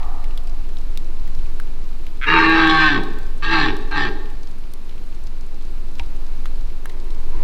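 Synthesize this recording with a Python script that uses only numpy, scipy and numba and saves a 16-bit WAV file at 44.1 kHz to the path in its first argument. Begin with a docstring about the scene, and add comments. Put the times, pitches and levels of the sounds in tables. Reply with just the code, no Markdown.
"""In a beech wood, a red deer stag gives one long harsh roar and two short ones.
The voice is a source and a filter: uneven glottal pulses excite the resonances of his long throat.
In each roar the pitch scoops up, sags and collapses while the larynx sinks, stretching the throat,
and springs back; the trunks scatter the sound. Far stags call faintly, twigs tick, and the microphone
sways on its mount over a low rumble."""
import sys
import numpy as np
from scipy import signal
from scipy.fft import rfft, irfft, next_fast_len
from scipy.io import wavfile
from scipy.ndimage import uniform_filter1d, minimum_filter1d
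from numba import njit

SR = 44100
rng = np.random.default_rng(int(sys.argv[2]) if len(sys.argv) > 2 else 0)


def master(y):
    """Save y as 16-bit WAV."""
    cut = np.clip(np.atleast_2d(y).T, -1, 1)
    pcm = np.round(cut * 32767)  # scale
    wavfile.write(sys.argv[1], SR, pcm.astype(np.int16))


N = 327663
T = np.arange(N) / SR

# Roars: (start [s], end [s], pitch [Hz], level [dB], swell [s], fade [dB], chest offset [dB],
# rasp offset [dB], first larynx height [0 = at the chest, 1 = at rest], lowest height [same scale],
# time spent sinking [share])
STAG_ROARS = [(2.253, 3.019, 165.3, -16, 0.035, 27.5, -3.5, -9.5, 1.11, 0.028, 0.779),
              (3.416, 3.723, 167.7, -17.5, 0.12, 19.5, -5, -6.5, 0.73, 0.27, 0.71),
              (3.903, 4.101, 164.3, -19.5, 0.065, 15.5, -5.5, -8, 0.71, 0.245, 0.59)]
# Low, middle and high resonances of the throat: (frequency [Hz], bandwidth [Hz], level [dB],
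# frequency shift at larynx height 1 [share], level change at larynx height 1 [dB])
CHEST_MODES = [(151.6, 215, -7.5, 0, -1), (324, 90, 3, 0, -7), (394.5, 39.5, -7, 0.1, 13.5)]
MOUTH_MODES = [(772, 50, 0, .19, 4.5), (833, 69, -19, 0.13, 17.5), (1099, 97, 2, 0.1, 1),
               (1240, 57, -7.5, 0.18, 0), (1550, 42, 9.5, 0.062, -3), (1783, 74, 3.5, 0.023, 1.5),
               (2060, 96, -20, 0.021, 11.5), (2304, 163, -10, 0.043, 3), (2666, 113, -9, 0.016, 8.5)]
RASP_MODES = [(2990, 110, 0, -0.0041, -4.5), (3450, 190, 1.5, -0.033, -13.5), (3640, 108, -10, 0.053, 11),
              (3834, 84, -3.5, -0.0013, 10.5), (4130, 110, 0.5, 0.0072, -2),
              (4650, 180, -16.5, -0.027, 8.5), (4876, 305, -12, 0.013, -9), (5090, 600, -21.5, -0.027, 6),
              (5830, 260, -23, 0.012, 1.5), (7300, 1100, -36.5, -0.022, 2), (8700, 700, -39.5, -0.0051, -8)]
# Resonances of the short throat, a far stag's throat and an earlier call's echo: columns as above
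FLAP_MODES = [(1210, 280, -7.5, 0, 0), (1610, 330, 2.5, 0, 0), (2390, 270, -1, 0, 0),
              (3180, 440, -10, 0, 0)]
FAR_MODES = [(345, 120, 2, 0, 0), (443, 34, -9, 0, 0), (976, 150, 5, 0, 0), (1250, 150, -15, 0, 0),
             (1900, 710, -4.5, 0, 0)]
ECHO_MODES = [(700.6, 11, -1.5, 0, 0), (820, 190, -12.5, 0, 0), (1194, 120, -4.5, 0, 0),
              (1205, 96, -2, 0, 0), (1853, 130, -25, 0, 0)]
# Brief flares of the rasp: (time [s], boost [dB])
RASP_FLARES = [(2.703, 8), (3.448, 5)]
# Spectrum that the wood sends back: (frequency [Hz], level [dB])
ECHO_SPECTRUM = [(100, -2), (300, 3), (400, 10.5), (600, 7.5), (800, 2), (1600, -5.5), (3000, -4),
                 (6000, 1), (15000, -4.5)]
# Distant calls: (start [s], end [s], pitch [Hz], level [dB])
FAR_CALLS = [(6.761, 7.258, 182.4, -54.5), (7.25, 7.9, 170.5, -45.5)]
# Twigs and falling bits of beech: (time [s], level [dB], ring [Hz], crack offset [dB], snap offset [dB])
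TWIG_TICKS = [(0.2423, -33.5, 2260, -6, -6), (0.3758, -33, 2300, 0, -2), (0.7697, -33, 3970, -9, -23),
              (0.9744, -22, 3730, -26, -5), (1.277, -36, 2000, -11, -2), (1.5997, -21, 1530, -31, -11),
              (2.0668, -33.5, 2330, -6, -6), (2.496, -27, 4030, -12, -9), (2.676, -23, 3960, -8, -11),
              (3.0353, -29, 4050, -12, -5), (3.187, -33.5, 1790, -15, -2.5), (3.7671, -28, 4220, -14, -5.5),
              (4.7367, -36, 4270, -20, 7.5), (4.893, -37.5, 2400, -3, -18), (5.9966, -15, 2410, -16.5, -42),
              (6.4568, -20, 1560, -15, -17), (6.857, -18, 1650, -25, -12.5), (6.8983, -31, 1990, -11, -16)]
# Dull knocks and soft thumps: (time [s], frequency [Hz], level [dB], time to fall 60 dB [s])
DULL_KNOCKS = [(1.36, 120, -30, .17), (3.19, 110, -32, .17), (6.0, 55, -13, .13), (5.997, 790, -33, .09),
               (5.997, 930, -30, .08)]
# Bands of the patter in the leaves: (frequency [Hz], bandwidth [Hz], level offset [dB])
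LEAF_BANDS = [(2630, 1500, 0.5), (4270, 2800, 1), (8000, 4500, -8.0)]
# Spectra of the still air and of the rumble: (frequency [Hz], relative density [dB])
AIR_SPECTRUM = [(41, -41), (70, 0), (117, -4.5), (179, -4.5), (350, -5.5), (432, -9.5), (591, -15),
                (954, -15), (1990, -23), (2480, -21), (3390, -26), (4080, -22.5), (5680, -30),
                (7380, -33.5), (10000, -36), (15500, -37)]
RUMBLE_SPECTRUM = [(17, -2), (24, -2), (34, 0), (45, -8), (62, -17), (90, -32), (160, -55)]
# Slow rise and fall of the background: (time [s], level [dB])
BACKGROUND_LEVELS = [(0.0, -27), (0.8, -28.5), (1.4, -25.5), (2.6, -33.5), (3.3, -28), (4.45, -31),
                     (4.75, -33.5), (6.55, -27), (6.9, -32), (7.3, -24.0)]


def stag(swell_db=9, chest_swell_db=10.5, growl_db=5.5, push_s=.07, flare_s=.012,
         open_s=.016, close_s=.011):
    """Phonation: a roar swells, clears and brightens as the larynx sinks, and breaks up on slack folds."""
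    out = np.zeros(N)
    for start, end, top_hz, db, swell_s, fade_db, chest_offset, rasp_offset, *descent in STAG_ROARS:
        span = slice(int(start * SR), int(end * SR))
        t = T[span]
        age = t - t[0]
        hz, slack = vocal_folds(t, start, end, top_hz)
        larynx = larynx_height(age / age[-1], *descent)
        stretch = np.exp(-(larynx / .14) ** 4)  # near 1 at full stretch: brighter, with thinner bass
        push = np.exp(-age / push_s)  # the first push of air
        rough = np.clip(.21 + .33 * larynx + .4 * push + .35 * slack - .13 * stretch, 0, 1)
        weak = np.maximum(1 - (age / swell_s) ** 2, 0)
        faded_db = fade_db * slack ** 1.55
        effort_db = db - swell_db * weak - faded_db
        flare_db = sum(boost * np.exp(-((t - s) / flare_s) ** 2) for s, boost in RASP_FLARES)
        mouth_db = effort_db + 2.5 * larynx + 3.5 * stretch
        rasp_db = effort_db + rasp_offset - 4 * larynx + 1.5 * stretch + flare_db
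        bass_db = db - chest_swell_db * weak + growl_db * slack
        chest_db = bass_db + chest_offset - 5 - .28 * faded_db - 3.5 * larynx - 12.5 * stretch
        edges = np.clip(np.minimum((age / open_s) ** 2, (age[-1] - age) / close_s), 0, 1)
        out[span] = edges * voice(hz, rough, larynx, mouth_db, chest_db, rasp_db, hum_db=bass_db - 16)
    return out


def voice(hz, rough, larynx, mouth_db, chest_db, rasp_db, hum_db, boom_hz=334, boom_half_width_hz=16,
          waver_db=4, surge_db=1.5, leak_db=-19):
    """Source and filter: pulses ring the throat, and the air flow adds two wavering low harmonics."""
    size = len(hz)
    source, cycle = glottis(hz, rough)
    blurred = trunks(source)
    hum, boom = (np.sin(2 * np.pi * k * cycle) * undb(waver_db * rough * walk(size, 45)) for k in (1, 2))
    # the second harmonic booms while it sits on a narrow low resonance
    boom *= .1 + (1 - rough) / (1 + ((2 * hz - boom_hz) / boom_half_width_hz) ** 2)
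    chest = even(throat(source, CHEST_MODES, larynx, rough)) + undb(12) * boom
    mouth = even(throat(blurred, MOUTH_MODES, larynx, rough))
    mouth += undb(leak_db) * even(band(blurred, 1780, 565))  # leak from the wide open mouth
    rasp = throat(blurred, RASP_MODES, larynx, rough)
    surge = undb(surge_db * rough * walk(size, 55))
    surging = even(mouth) * undb(mouth_db) + even(rasp) * undb(rasp_db) + hum * undb(hum_db)
    return surge * surging + chest * undb(chest_db)


def glottis(hz, rough, jitter_s=.00022, shimmer_db=7, puff_decay_cycles=.42):
    """Jitter and shimmer: one uneven pulse and a turbulent puff per cycle; also gives the cycle count."""
    size = len(hz)
    cycle = np.cumsum(hz * (1 + .028 * rough * walk(size, 70))) / SR
    onsets = np.interp(np.arange(1, int(cycle[-1])), cycle, np.arange(size))
    # rough folds alternate between two kinds of cycle, which adds subharmonics
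    alternate = .5 * (-1) ** np.arange(len(onsets))
    jitter, shimmer = (rng.standard_normal((len(onsets), 2)).T + alternate) * rough[onsets.astype(int)]
    onsets = np.clip(onsets + jitter_s * SR * jitter, 8, size - 9)
    taps = onsets.astype(int)[:, None] + np.arange(-7, 9)  # sinc pulses can fall between samples
    pulses = np.zeros(size)
    np.add.at(pulses, taps, np.sinc(taps - onsets[:, None]) * undb(shimmer_db * shimmer)[:, None])
    puffs = unit(np.exp(-(cycle % 1) / puff_decay_cycles) * rng.standard_normal(size))
    return unit(pulses) + rough * puffs, cycle


def vocal_folds(t, start, end, top_hz, scoop_s=.03, sag_hz_per_s=11.5, slack_s=.06):
    """Tension sets pitch: it scoops up, sags, then collapses as the air runs out and slack nears 1."""
    age = np.maximum(t - start, 0)
    slack = np.exp(np.minimum(t - end, 0) / slack_s)
    scoop = 1 - .2 * np.exp(-age / scoop_s)
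    collapse = 1 - .56 * slack
    return (top_hz - sag_hz_per_s * age) * scoop * collapse, slack


def larynx_height(progress, high, low, sink_share, rebound=.35):
    """Tube length sets resonance: the larynx sinks, lengthening the throat, then springs partway back."""
    sinking = np.maximum(1 - progress / sink_share, 0) ** 1.03
    rising = np.maximum(progress - sink_share, 0) / (1 - sink_share)
    return low + (high - low) * sinking + rebound * rising


def throat(x, modes, larynx=0, flutter=0, flutter_share=.018, flutter_db=2.5):
    """Formants: parallel resonances move with the larynx and with the flutter of the soft throat walls."""
    out, size = 0, len(x)
    for k, (hz, width, db, shift, change_db) in enumerate(modes):
        centre = hz * (1 + shift * larynx + flutter * flutter_share * walk(size, 28))
        gain = undb(db + change_db * larynx + flutter * flutter_db * walk(size, 22))
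        formant = resonate(resonate(x, centre, 3.03 * width), centre, width)
        out = out + (-1) ** k * gain * formant  # opposite signs leave dark valleys between neighbours
    return out


def flaps(start_s=2.2143, gap_s=.0071, count=5, first_db=5, growth_db=2.5):
    """Onset of oscillation: before the folds lock into a pitch, growing flaps ring the short throat."""
    pulses, k = np.zeros(N), np.arange(count)
    times = start_s + gap_s * (k + .2 * (k > 0) * rng.standard_normal(count))
    pulses[(times * SR).astype(int)] = undb(first_db + growth_db * k)
    return throat(trunks(pulses), FLAP_MODES)


def trunks(x, spread_s=.015, scatter_db=1, swing_hz=3):
    """Scattering: trunks near the path blur each pulse, in a pattern that shifts as the head swings."""
    t = T[1:SR // 20]
    turn = 2 * np.pi * swing_hz * T[:len(x)]
    out = x
    for weight in (np.sin(turn), np.cos(turn)):
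        scatter = rng.standard_normal(len(t)) * np.exp(-t / spread_s)
        out = out + undb(scatter_db) * weight * reflect(x, scatter)
    return out


def wood(x, t60_s=.86, treble_t60_s=.55, crossover_hz=2500, early_s=.019, build_s=.02):
    """Reverberation: the wood returns a cluster of near echoes, then a tail whose treble dies first."""
    t = T[:int(1.5 * SR)]
    early, late = coloured(ECHO_SPECTRUM)[:2 * len(t)].reshape(2, -1)
    low = signal.sosfilt(signal.butter(1, crossover_hz, fs=SR, output="sos"), late)
    tail = low * 1000 ** (-t / t60_s) + (late - low) * 1000 ** (-t / treble_t60_s)
    response = (tail + early * np.exp(-t / early_s)) * (1 - np.exp(-t / build_s))
    return reflect(x, response)


def far_stags(swell_s=.033, echo_db=-37.5, decay_db_per_s=35):
    """Diffuse field: one call's echo dies away; later a far stag answers, heard only as reverberation."""
    echo = unit(throat(rng.standard_normal(N), ECHO_MODES)) * undb(echo_db - decay_db_per_s * T)
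    calls = 0
    for start, end, top_hz, db in FAR_CALLS:
        hz, slack = vocal_folds(T, start, end, top_hz)
        source, _ = glottis(hz, rough=np.full(N, .5))
        envelope = np.clip((T - start) / swell_s, 0, 1) * (1 - slack)
        calls = calls + unit(throat(source, FAR_MODES)) * undb(db) * envelope
    return echo + wood(calls)


def twigs(ring_s=.00086, crack_s=.0042, snap_s=.0018, rustle_s=.0061):
    """Impulse excitation: each tick is a snap, a crack, a damped woody ring and a trace of leaf litter."""
    out, t = np.zeros(N + SR), T[:SR // 4]
    for start, db, hz, crack_db, snap_db in TWIG_TICKS:
        noise = rng.standard_normal((3, len(t)))
        grain = band(noise[0], hz, .22 * hz)
        ring = (np.sin(2 * np.pi * hz * t) + .5 * grain) * np.exp(-t / ring_s)
        crack = undb(crack_db - 2) * band(noise[1], 3450, 1100) * np.exp(-t / crack_s)
        snap = undb(snap_db - 2) * noise[2] * np.exp(-t / snap_s)
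        rustle = undb(-20) * grain * np.exp(-t / rustle_s)
        out[int(start * SR):][:len(t)] += undb(db) * (ring + crack + snap + rustle)
    return out[:N]


def knocks():
    """Damped oscillation: each knock or thump is one mode that builds up in a cycle or so and decays."""
    out, t = np.zeros(N + SR), T[:SR // 4]
    for start, hz, db, t60_s in DULL_KNOCKS:
        envelope = 1000 ** (-t / t60_s) * (1 - np.exp(-t * hz))
        out[int(start * SR):][:len(t)] += undb(db) * np.sin(2 * np.pi * hz * t) * envelope
    return out[:N]


def leaf_patter(ticks_per_s=26, level_db=-65, grain_s=.0033):
    """Shot noise: tiny ticks in the leaves come at random times, some duller and some brighter."""
    t, out = T[:SR // 40], 0
    for hz, width, db in LEAF_BANDS:
        hits = rng.random(N) < ticks_per_s / len(LEAF_BANDS) / SR
        strength = undb(3.5 * np.minimum(rng.exponential(size=N), 2.5))
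        envelope = signal.fftconvolve(hits * strength, np.exp(-t / grain_s))[:N]
        out = out + undb(level_db + db) * band(envelope * rng.standard_normal(N), hz, width)
    return out


def background(air_db=-44, sway_hz=13, sway_offset_db=14):
    """Common modulation: forest air, a low rumble and the microphone's sway rise and fall together."""
    level_db = np.interp(T, *np.transpose(BACKGROUND_LEVELS))
    air = coloured(AIR_SPECTRUM) * undb(air_db + .28 * (level_db - level_db.mean()) + .23 * walk(N, 3.7))
    rumble = coloured(RUMBLE_SPECTRUM)
    sway_cycle = np.cumsum(sway_hz * (1 + .09 * walk(N, 6))) / SR
    sway = np.sqrt(2) * np.sin(2 * np.pi * sway_cycle) * undb(sway_offset_db)
    rumble *= undb(-1 + .3 * walk(N, 7.5))
    return air + (rumble + sway) * undb(level_db)


@njit
def resonate(x, hz, width):
    """Second-order resonance: a state-variable band-pass whose centre may move."""
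    out, band_state, low_state = np.empty(len(x)), 0., 0.
    for i in range(len(x)):
        tuning = np.tan(np.pi * min(hz[i] / SR, .45))
        damping = width / hz[i]
        passed = (band_state + tuning * (x[i] - low_state)) / (1 + tuning * (tuning + damping))
        band_state = 2 * passed - band_state
        low_state += 2 * tuning * passed
        out[i] = damping * passed
    return out


def band(x, hz, width):
    """Band-pass filtering: one steep resonance, at rms 1."""
    return unit(throat(x, [(hz, width, 0, 0, 0)]))


def reflect(x, response):
    """Superposition of echoes: convolution with an impulse response scaled to unit energy."""
    return signal.fftconvolve(x, response / np.sqrt(np.sum(response ** 2)))[:len(x)]


def coloured(spectrum):
    """Spectral shaping: noise at rms 1 that follows (frequency [Hz], level [dB]) points."""
    hz, db = np.transpose(spectrum)
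    size = next_fast_len(N, True)
    bins_hz = np.maximum(np.fft.rfftfreq(size, 1 / SR), 1)
    gain = undb(np.interp(np.log(bins_hz), np.log(hz), db, left=-200, right=-200))
    return unit(irfft(rfft(rng.standard_normal(size)) * gain, size)[:N])


def walk(size, rate_hz):
    """Random modulation: a smooth wander with a spread near 1."""
    step = max(int(SR / rate_hz), 1)
    return 1.185 * uniform_filter1d(np.repeat(rng.standard_normal(size // step + 1), step), step)[:size]


def even(x, span_s=.02):
    """Envelope division: holds the short-term rms at 1, leaving the single pulses standing."""
    return x / np.sqrt(np.abs(uniform_filter1d(x ** 2, int(span_s * SR))) + 1e-14)


def unit(x):
    """Normalisation to rms 1."""
    return x / np.sqrt(np.mean(x ** 2) + 1e-20)


def undb(db):
    """Decibels to amplitude ratio."""
    return 10 ** (np.asarray(db) / 20)


def scene(roar_echo_db=-12, tick_echo_db=-28):
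    """Superposition: the stag, the ticks and their echoes add to the far calls and the background."""
    roars = stag() + flaps()
    ticks = twigs() + knocks() + leaf_patter()
    echoes = wood(undb(roar_echo_db) * roars + undb(tick_echo_db) * ticks)
    return (roars + ticks + echoes + far_stags() + background())[None]


def record(dry, ceiling=.98, top_hz=15800):
    """Peak and band limiting: the gain eases down on peaks above the ceiling; a low-pass cuts the top."""
    allowed_gain = np.minimum(1, ceiling / (np.abs(dry) + 1e-9))
    gain = uniform_filter1d(minimum_filter1d(allowed_gain, size=201), size=201)
    return signal.sosfilt(signal.ellip(10, .1, 80, top_hz, fs=SR, output="sos"), dry * gain)


dry = scene()
out = record(dry)
master(out)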